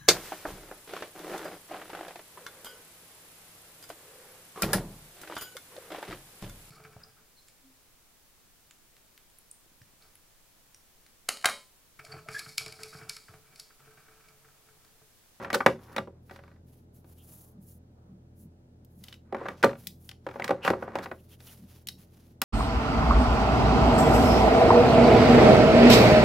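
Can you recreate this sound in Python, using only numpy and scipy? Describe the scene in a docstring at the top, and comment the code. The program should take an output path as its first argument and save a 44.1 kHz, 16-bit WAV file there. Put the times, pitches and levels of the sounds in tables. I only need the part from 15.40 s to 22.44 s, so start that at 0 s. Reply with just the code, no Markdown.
"""A moulded plastic gun case, open on a shop counter, cracks and rings under knocks: a stiff divider sheet
is flipped and slaps the lid, is flipped back, and the stock is pulled from its tray, scraping and rubbing.
Between the flips a steel barrel slides through the hands with a hiss of skin and sleeve and faint squeaks.
Small steel parts click. Case and clicks echo briefly in the shop, where a ventilation motor hums."""
import sys
import numpy as np
from scipy import signal
from scipy.fft import rfft, irfft
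from scipy.io import wavfile

SR = 44100
rng = np.random.default_rng(int(sys.argv[2]) if len(sys.argv) > 2 else 0)


def wav_out(sig):
    """Save sig, one row per channel (or a flat mono array), as 16-bit PCM at SR to the path in sys.argv[1]."""
    wavfile.write(sys.argv[1], SR, np.round(np.clip(np.atleast_2d(sig).T, -1, 1) * 32767).astype(np.int16))


N = 310464
CUTOFF_HZ = 15900
EDGES_HZ = 31.25 * 2 ** np.arange(0, 9.1, .5)
CENTRES_HZ = np.sqrt(EDGES_HZ[1:] * EDGES_HZ[:-1])


def from_db(db):
    """Decibels to gain."""
    return 10 ** (np.asarray(db) / 20)


def unit_rms(x):
    """Scale to rms 1."""
    return x / np.sqrt(np.mean(x ** 2) + 1e-20)


def unit_energy(x):
    """Scale each row to energy 1."""
    return x / np.sqrt(np.sum(x ** 2, axis=-1, keepdims=True) + 1e-20)


def at_hz(points, hz):
    """Interpolate a table over log frequency."""
    freq_hz, value = np.transpose(points)
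    return np.interp(np.log(hz), np.log(freq_hz), value)


def add(track, start_s, sound):
    """Mix a sound in at start_s."""
    at = max(round(start_s * SR), 0)
    track[..., at:at + sound.shape[-1]] += sound[..., :max(N - at, 0)]


def band(x, index):
    """Half-octave band-pass."""
    return signal.sosfilt(signal.butter(2, EDGES_HZ[index:index + 2], "band", fs=SR, output="sos"), x)


def drift(rate_hz):
    """Random curve through unit-variance knots."""
    knots = rng.standard_normal(2000)
    return np.interp(np.arange(N) / SR * rate_hz, np.arange(len(knots)), knots)


def swells(rows):
    """Pressure builds and lets go: one Hann window per row, 1.4 times its nominal length."""
    force = np.zeros(N)
    for middle_s, length_s, level_db in rows:
        window = signal.windows.hann(int(1.4 * length_s * SR))
        add(force, middle_s - .7 * length_s, from_db(level_db) * window)
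    return force


def friction(slips_per_s, spread_db=0):
    """Two trains of tiny slips of uneven size."""
    slips = rng.random(N) < slips_per_s / SR
    sizes = from_db(spread_db * np.minimum(rng.exponential(1, N), 4))
    return slips * sizes * rng.standard_normal((2, N))


# stereo width: freq_hz, side_db
WIDTH = [(60, -35), (250, -27), (500, -16), (1200, -7), (2200, -10), (4000, -7), (8000, -7), (13000, -5)]
def stereo(mid, side, hz):
    """Mid and side to left and right."""
    width = from_db(at_hz(WIDTH, hz))
    return np.stack([mid + width * side, mid - width * side])


def coloured(pair, tone, wider_db=0):
    """Two independent noises to one stereo noise of the given spectrum, rms 1."""
    hz = np.maximum(np.fft.rfftfreq(N, 1 / SR), 1)
    mid, side = rfft(pair) * from_db(at_hz(tone, hz)) * (hz > 20) * (hz < CUTOFF_HZ)
    return unit_rms(irfft(stereo(mid, from_db(wider_db) * side, hz), N))


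def place(rows, sounds, window_s=.01):
    """Mix each sound in at its row's start; energy 1 becomes that of rms 1 over window_s."""
    out = np.zeros((2, N))
    for k, row in enumerate(rows):
        add(out, row[0], sounds[:, k] * np.sqrt(window_s * SR))
    return out


def crack(rows, drive, tone, t60s, bend_s):
    """Dense, heavily damped modes; bending waves bring the lows later (rise time bend_s at 1 kHz)."""
    t, sounds = np.arange(SR // 8) / SR, 0
    for k, hz in enumerate(CENTRES_HZ):
        rise = 1 - np.exp(-(t / (bend_s * 1000 / hz)) ** 2)
        envelope = rise * from_db(-60 * t / at_hz(t60s, hz))
        mid, side = unit_energy(band(rng.standard_normal((2, len(rows), len(t))) * envelope, k))
        strength = from_db(drive(rows, hz) + at_hz(tone, hz))
        sounds = sounds + stereo(mid, side, hz) * strength[:, None]
    return place(rows, sounds)


def ring(rows, drive, modes, scatter_db, build_cycles):
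    """Each blow rings the modes; random strengths and phases stand for where it lands."""
    t, sounds = np.arange(SR // 4) / SR, 0
    for hz, level_db, t60_s in modes:
        rise = 1 - np.exp(-t * hz / build_cycles)
        envelope = unit_energy(rise * from_db(-60 * t / t60_s))
        phase_cycles = hz * t + rng.random((2, len(rows), 1))
        mid, side = np.sqrt(2) * envelope * np.sin(2 * np.pi * phase_cycles)
        strength = from_db(drive(rows, hz) + level_db + scatter_db * rng.standard_normal(len(rows)))
        sounds = sounds + stereo(mid, side, hz) * strength[:, None]
    return place(rows, sounds)


# air spectrum: freq_hz, gain_db
AIR_TONE = [(25, -39.5), (50, -26), (75, -7), (110, -6.5), (200, -5), (300, -12.5), (500, -18.5),
            (800, -25.5), (1100, -36.5), (1500, -37.5), (2200, -43.5), (7000, -50.5), (12000, -56.5),
            (16000, -59)]
# motor overtones: pitch_hz, rms_db
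HUM = [(83.8, -59.5), (122, -61), (168, -68.5), (226, -72.5), (250.6, -71.5), (334, -73.5), (424.5, -76),
       (501, -84), (585, -82)]
def ventilation(motor_hz=40.9, motor_db=-68, waver_db=1.5, wander_rad=.7):
    """A steady motor note and wavering overtones over a soft rush of air."""
    t = np.arange(N) / SR
    hum = from_db(motor_db) * np.sin(2 * np.pi * motor_hz * t)
    for hz, rms_db in HUM:
        gain = from_db(rms_db + waver_db * drift(11))
        hum += gain * np.sin(2 * np.pi * hz * t + wander_rad * drift(8.2))
    air = from_db(-60) * coloured(rng.standard_normal((2, N)), AIR_TONE, wider_db=12.5)
    return np.sqrt(2) * hum + air


# echo decay: freq_hz, t60_s
SHOP_T60 = [(100, 0.4), (400, 0.2), (1500, 0.1), (5000, 0.24), (14000, 0.29)]
# echo strength: freq_hz, gain_db
SHOP_TONE = [(100, -7), (400, -8.5), (1500, -14.5), (5000, -13), (14000, -14)]
def shop_echo(x):
    """Short diffuse echo from counter and shelves, dying band by band."""
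    t, echo = np.arange(SR // 2) / SR, 0
    arrival = np.clip((t - .006) / .0072, 0, 1)
    for k, hz in enumerate(CENTRES_HZ):
        envelope = arrival * from_db(-60 * t / at_hz(SHOP_T60, hz))
        mid, side = unit_energy(band(rng.standard_normal((2, len(t))) * envelope, k))
        band_share = np.sqrt(2 * (EDGES_HZ[k + 1] - EDGES_HZ[k]) / SR)
        echo = echo + stereo(mid, side, hz) * band_share * from_db(at_hz(SHOP_TONE, hz))
    return signal.fftconvolve(x.mean(axis=0, keepdims=True), echo, axes=1)[:, :N]


# handling bumps: middle_s, length_s, level_db
BUMPS = [(2.18, 0.12, -51.5), (2.73, .1, -52), (3.06, 0.13, -52.5), (3.61, .1, -53), (4.5, 0.19, -54),
         (6.23, 0.089, -49.5), (6.55, 0.14, -53)]
def bumps():
    """Handling makes soft swells of low noise."""
    tone_hz_db = [(100, -24), (165, 3), (205, 4), (300, -15), (1000, -61)]
    return swells(BUMPS) * coloured(rng.standard_normal((2, N)), tone_hz_db)


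# squeaks: middle_s, length_s, pitch_hz, relative_db
SQUEAKS = [(0.145, 0.017, 4170, -37), (1.807, .06, 3100, -73.5), (0.583, 0.0075, 3630, -38.5),
           (4.063, 0.019, 1380, -39.5), (5.023, 0.0047, 2250, -34), (5.252, 0.058, 2720, -45.5),
           (5.798, .03, 2920, -75), (5.93, 0.052, 3050, -68), (6.086, 0.038, 3000, -63.5)]
def squeaks(half_width_hz=300):
    """Fingers and plastic edges stick and slip at a loosely held pitch."""
    out = 0
    for middle_s, length_s, hz, db in SQUEAKS:
        narrow = signal.butter(2, [hz - half_width_hz, hz + half_width_hz], "band", fs=SR, output="sos")
        squeal = unit_rms(signal.sosfilt(narrow, rng.standard_normal(N)))
        out = out + swells([(middle_s, length_s, db)]) * squeal
    return from_db(5.5) * out


# strokes over the matte finish: middle_s, length_s, relative_db, grip_offset_db
STROKES = [(0.041, 0.057, -67, 11.5), (0.48, 0.19, -69, 5.5), (0.915, .2, -76, 1),
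           (1.345, 0.19, -72.5, -1.5), (1.573, 0.082, -66, -7), (1.766, 0.25, -68, -4.5),
           (1.967, 0.3, -59, -11.5), (2.293, 0.16, -61.5, -16), (3.014, 0.12, -68.5, -16),
           (3.603, 0.22, -72, -17), (3.695, 0.17, -69, 10), (4.17, .3, -79, 14.5), (4.425, 0.15, -66, -0.5),
           (4.653, .13, -63.5, -7.5), (4.944, 0.22, -75.5, 11), (5.427, 0.076, -72, 9.5),
           (5.715, 0.44, -72, 0.5), (5.924, 0.087, -69, 3), (6.107, 0.22, -58.5, 1),
           (6.33, 0.21, -68.5, 4.5), (6.612, 0.077, -65.5, 3), (6.8, 0.29, -73.5, 5)]
# barrel turning in the palm: middle_s, length_s, level_db
TURNS = [(1.68, 0.17, -75), (2.0, 0.56, -69), (2.65, 0.24, -70)]
# slide, grip and palm spectra: freq_hz, gain_db
HISS_TONE = [(1000, -38.5), (4000, -15), (7000, -5), (8300, -8), (10500, 3), (13000, 0.5), (15500, -1),
             (16000, -4)]
GRIP_TONE = [(600, 3), (2000, -1.5), (3000, 0.5), (4200, -1), (6000, -1.5), (9000, -15), (16000, -29.5)]
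PALM_TONE = [(200, -14), (600, 5), (1400, -6.5), (2200, -26), (6000, -30)]
def hands(rough_db=3, catch_rate_hz=66):
    """Skin and sleeve catch and slide: fine hiss, coarser under a tight grip, and dull palm rubs."""
    catching = from_db(rough_db * drift(catch_rate_hz))
    slide_force = swells([(s, length_s, db) for s, length_s, db, _ in STROKES])
    grip_force = swells([(s, length_s, db + grip_db) for s, length_s, db, grip_db in STROKES])
    hiss = slide_force * coloured(rng.standard_normal((2, N)), HISS_TONE)
    grip = grip_force * coloured(friction(slips_per_s=3900), GRIP_TONE)
    palm = swells(TURNS) * coloured(rng.standard_normal((2, N)), PALM_TONE, wider_db=11)
    return catching * (from_db(2) * hiss + from_db(-2) * grip + palm)


def click_drive(rows, hz, floor_hz=1400, pivot_hz=4200):
    """Drive of each click at hz, in dB: smaller parts are brighter."""
    _, db, brightness = np.transpose(rows)
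    return db + brightness * np.log2(max(hz, floor_hz) / pivot_hz)


# steel contacts: start_s, drive_db, brightness_db_per_octave
CLICKS = [(3.4477, -79, 7.5), (3.6385, -57.5, 2), (3.6831, -57, -4.5), (3.726, -58, -6), (3.7405, -63, -5),
          (4.4698, -45, 4), (4.6908, -52, -3), (4.7133, -58.5, -8.5), (6.4708, -49.5, 3.5),
          (6.4862, -44, 0), (7.0168, -38, 4.5)]
# steel modes: pitch_hz, gain_db, t60_s
STEEL_MODES = [(756, -22, 0.019), (1600, -14, 0.005), (2020, -14.5, 0.027), (3014, -8, 0.047),
               (3800, -15, 0.017), (4030, -31, 0.016), (5030, -12, 0.0096), (5460, -17, 0.015),
               (7030, -17, 0.0099), (10930, -11, 0.011), (12200, -19, 0.01)]
# click spectrum: freq_hz, gain_db
STEEL_TONE = [(100, -29.5), (500, -35), (1500, -11.5), (2200, -4.5), (3200, 7.5), (5500, 1.5), (8200, -8),
              (11000, 4.5), (16000, 0)]
# click decay: freq_hz, t60_s
STEEL_T60 = [(500, 0.051), (3000, 0.011), (6000, 0.05), (14000, 0.02)]
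def steel():
    """Loose steel parts tap each other, damped by the hand, slightly left of centre."""
    cracks = from_db(-3) * crack(CLICKS, click_drive, STEEL_TONE, STEEL_T60, bend_s=.001)
    pings = from_db(2) * ring(CLICKS, click_drive, STEEL_MODES, scatter_db=6, build_cycles=2.5)
    return from_db([[.9], [-.9]]) * (cracks + pings)


# rubbing envelopes, one list per move: time_s, relative_db
RUBBING = [
    [(0.0, -39), (0.17, -58.5), (0.306, -69.5), (0.472, -58.5), (0.54, -51.5), (0.67, -74), (0.8, -77.5)],
    [(3.85, -73.5), (3.932, -66), (3.99, -47), (4.12, -46.5), (4.17, -65), (4.322, -57), (4.45, -75)],
    [(4.8, -87), (4.918, -62.5), (5.038, -46.5), (5.118, -55), (5.534, -49.5), (5.592, -44), (5.726, -67),
     (5.85, -86)],
]
# rubbing spectrum: freq_hz, gain_db
RUB_TONE = [(100, 1.5), (400, 5), (700, -0.5), (1100, 4), (1900, -5.5), (3000, -18), (6000, -27),
            (16000, -41.5)]
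def rubbing():
    """Sheet and stock rub lightly in the case."""
    t = np.arange(N) / SR
    force = sum(from_db(np.interp(t, *np.transpose(move), left=-140, right=-140)) for move in RUBBING)
    return from_db(-1.5) * force * coloured(friction(slips_per_s=3600, spread_db=2), RUB_TONE)


# plastic on plastic: middle_s, length_s, relative_db
SCRAPES = [(.148, 0.017, -25.5), (.94, 0.11, -65), (1.06, 0.27, -72), (5.27, 0.075, -41),
           (5.638, 0.031, -46.5)]
# scrape spectrum: freq_hz, gain_db
SCRAPE_TONE = [(100, -11.5), (500, 0), (1500, 8), (2500, -5.5), (4500, -2.5), (8300, -14), (12000, -10.5),
               (16000, -18)]
def scrapes():
    """An edge drags along the tray in short rasps."""
    return from_db(2) * swells(SCRAPES) * coloured(friction(slips_per_s=8700), SCRAPE_TONE)


# runs of taps: start_s, gap_s, first_drive_db
CHATTERS = [(0.285, 0.025, -43), (0.99, .04, -50), (3.966, 0.018, -44), (4.264, .022, -35),
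            (4.888, 0.024, -41)]
def chatter_taps(count=5, loss_db=3.5, weight_db=-4, softness_db_per_octave=11.5):
    """A disturbed part chatters to rest: knock rows, unevenly spaced and ever weaker."""
    jitter = rng.uniform(-.1, .32, (len(CHATTERS), count))
    jitter[:, 0] = 0
    return [(start_s + gap_s * (k + jitter[i, k]), db - loss_db * k, weight_db, softness_db_per_octave)
            for i, (start_s, gap_s, db) in enumerate(CHATTERS) for k in range(count)]


def knock_drive(rows, hz, panel_hz=480, wall_hz=1400, tick_hz=5000):
    """Drive of each knock at hz, in dB: weight bends the broad panels, soft contact loses treble."""
    _, db, weight_db, softness = np.transpose(rows)
    bass_octaves = max(np.log2(panel_hz / hz), 0)
    treble_octaves = np.log2(np.clip(hz, wall_hz, tick_hz) / wall_hz)
    top_octaves = max(np.log2(hz / tick_hz), 0)
    panel_share = np.clip(np.log(wall_hz / hz) / np.log(wall_hz / panel_hz), 0, 1)
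    panel_share *= max(1 - .35 * bass_octaves, 0)
    loss_db = 7.5 * bass_octaves + softness * treble_octaves + 6.5 * top_octaves
    return db + weight_db * panel_share - loss_db


def resonate(x, modes, lift_db):
    """A body lifts friction noise at each of its modes."""
    out = x
    for hz, db, t60_s in modes:
        width_hz = np.log(1000) / (np.pi * t60_s)
        peak = signal.iirpeak(hz, hz / width_hz, fs=SR)
        out = out + from_db(lift_db + db) * signal.lfilter(*peak, x + 1e-18)
    return out


# knocks: start_s, drive_db, weight_db, softness_db_per_octave
# sheet flipped 0-0.7 s, barrel lifted 0.9-1.6 s, sheet back 3.9-4.4 s,
# stock pulled out 4.9-6 s, stock meets receiver 7 s
KNOCKS = [ (0.0464, -30.5, -16, 16), (0.102, -28.5, -15, 10), (0.1294, -34, 9, 0.5),
          (0.155, -36.5, 16.5, 1.5), (0.2048, -21, -12.5, 19.5), (0.2619, -12, -3, 9.5),
          (0.5631, -29.5, -4.5, 6), (0.582, -23.5, -6, 12), (0.674, -55, 21.5, 13), (0.8959, -50, -14, 9.5),
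          (0.91, -47.5, 4.5, 7), (0.9602, -51.5, -3, 4), (1.644, -66, 6, 4.5), (3.9245, -42, 17.5, 11.5),
          (3.9461, -34, 4.5, 14), (4.0141, -41.5, 5.5, 26), (4.0554, -33, -2.5, 25.5),
          (4.0847, -30, -9.5, 10.5), (4.228, -27.5, -5, 4.5), (4.2367, -15.5, -3.5, 12.5),
          (4.2429, -26, 18, 3), (4.3537, -69, -2.5, 10), (4.8656, -36, 5, 12), (4.9578, -41.5, 8.5, 23),
          (4.997, -34.5, 2, 10.5), (5.0219, -49.5, 11, 2), (5.0422, -31, -10.5, 3),
          (5.0782, -35.5, -13, 4.5), (5.092, -33, 7.5, 10), (5.107, -26.5, 9, 11), (5.2486, -29, 1.5, 6.5),
          (5.264, -28, -7, 22), (5.2765, -16, -11.5, 14), (5.3022, -28.5, 13, 7), (5.3338, -30.5, 6, 22),
          (5.4242, -34, -0.5, 22), (5.478, -40.5, 4.5, 25), (5.5547, -28.5, 2.5, 10),
          (5.5863, -35.5, 0.5, 7.5), (5.658, -34.5, -4, 14), (5.714, -32.5, -1, 16.5),
          (6.0036, -57, -17, 0.5), (7.0168, -26, -13, 9.5)]
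# modes of the hollow shell and its walls: pitch_hz, gain_db, t60_s
SHELL_MODES = [(131.4, -11, 0.1), (194.5, -2.5, 0.086), (237, -2.5, .09), (313, -12, 0.076),
               (375.7, -4, 0.17), (512.5, -6.5, 0.021), (549, -2.5, 0.077), (649, -12.5, 0.043),
               (793, -6, 0.037), (956.3, -9, 0.0568), (1187, -11, 0.043), (1381, -13.5, 0.036),
               (1513, -8.5, .035), (1650, -10.5, .035), (1775, -14.5, 0.036), (1927, -7, .04),
               (2235, -7.5, 0.031), (2454, -11, 0.041), (2730, -12.5, 0.027), (3370, -15, 0.039),
               (4118, -17, 0.026), (5200, -18.5, 0.031)]
# knock spectrum: freq_hz, gain_db
CASE_TONE = [(45, -26.5), (80, 0.5), (120, 0.5), (200, -3), (400, -4), (650, -6), (1000, -0.5), (1700, -3),
             (2400, -2.5), (3400, -0.5), (5000, 0), (8300, -4.5), (12000, 6), (16000, -6)]
# knock decay: freq_hz, t60_s
CASE_T60 = [(100, 0.095), (400, 0.048), (1000, 0.035), (2000, 0.049), (4000, .02), (14000, 0.054)]
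def case():
    """Knocks crack and ring in the plastic; rubbing and rasps sound through the same walls."""
    knocks = KNOCKS + chatter_taps()
    cracks = from_db(-7) * crack(knocks, knock_drive, CASE_TONE, CASE_T60, bend_s=.00098)
    rings = from_db(-3) * ring(knocks, knock_drive, SHELL_MODES, scatter_db=2, build_cycles=.34)
    body = cracks + rings + resonate(rubbing() + scrapes(), SHELL_MODES, lift_db=6)
    # the case sounds little below 80 Hz
    return signal.sosfilt(signal.butter(3, 80, "high", fs=SR, output="sos"), body)


def scene():
    """Case and steel with their echo, plus handling, ventilation and faint microphone hiss."""
    struck = case() + steel()
    mic_hiss = from_db(-86) * rng.standard_normal((2, N))
    return struck + shop_echo(struck) + hands() + squeaks() + bumps() + ventilation() + mic_hiss


def record(dry):
    """The microphone drops the deepest bass; the top is cut steeply."""
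    thin = signal.sosfilt(signal.butter(4, 34, "high", fs=SR, output="sos"), dry)
    return signal.sosfilt(signal.ellip(10, .2, 80, CUTOFF_HZ, fs=SR, output="sos"), thin)


dry = scene()
out = record(dry)
wav_out(out)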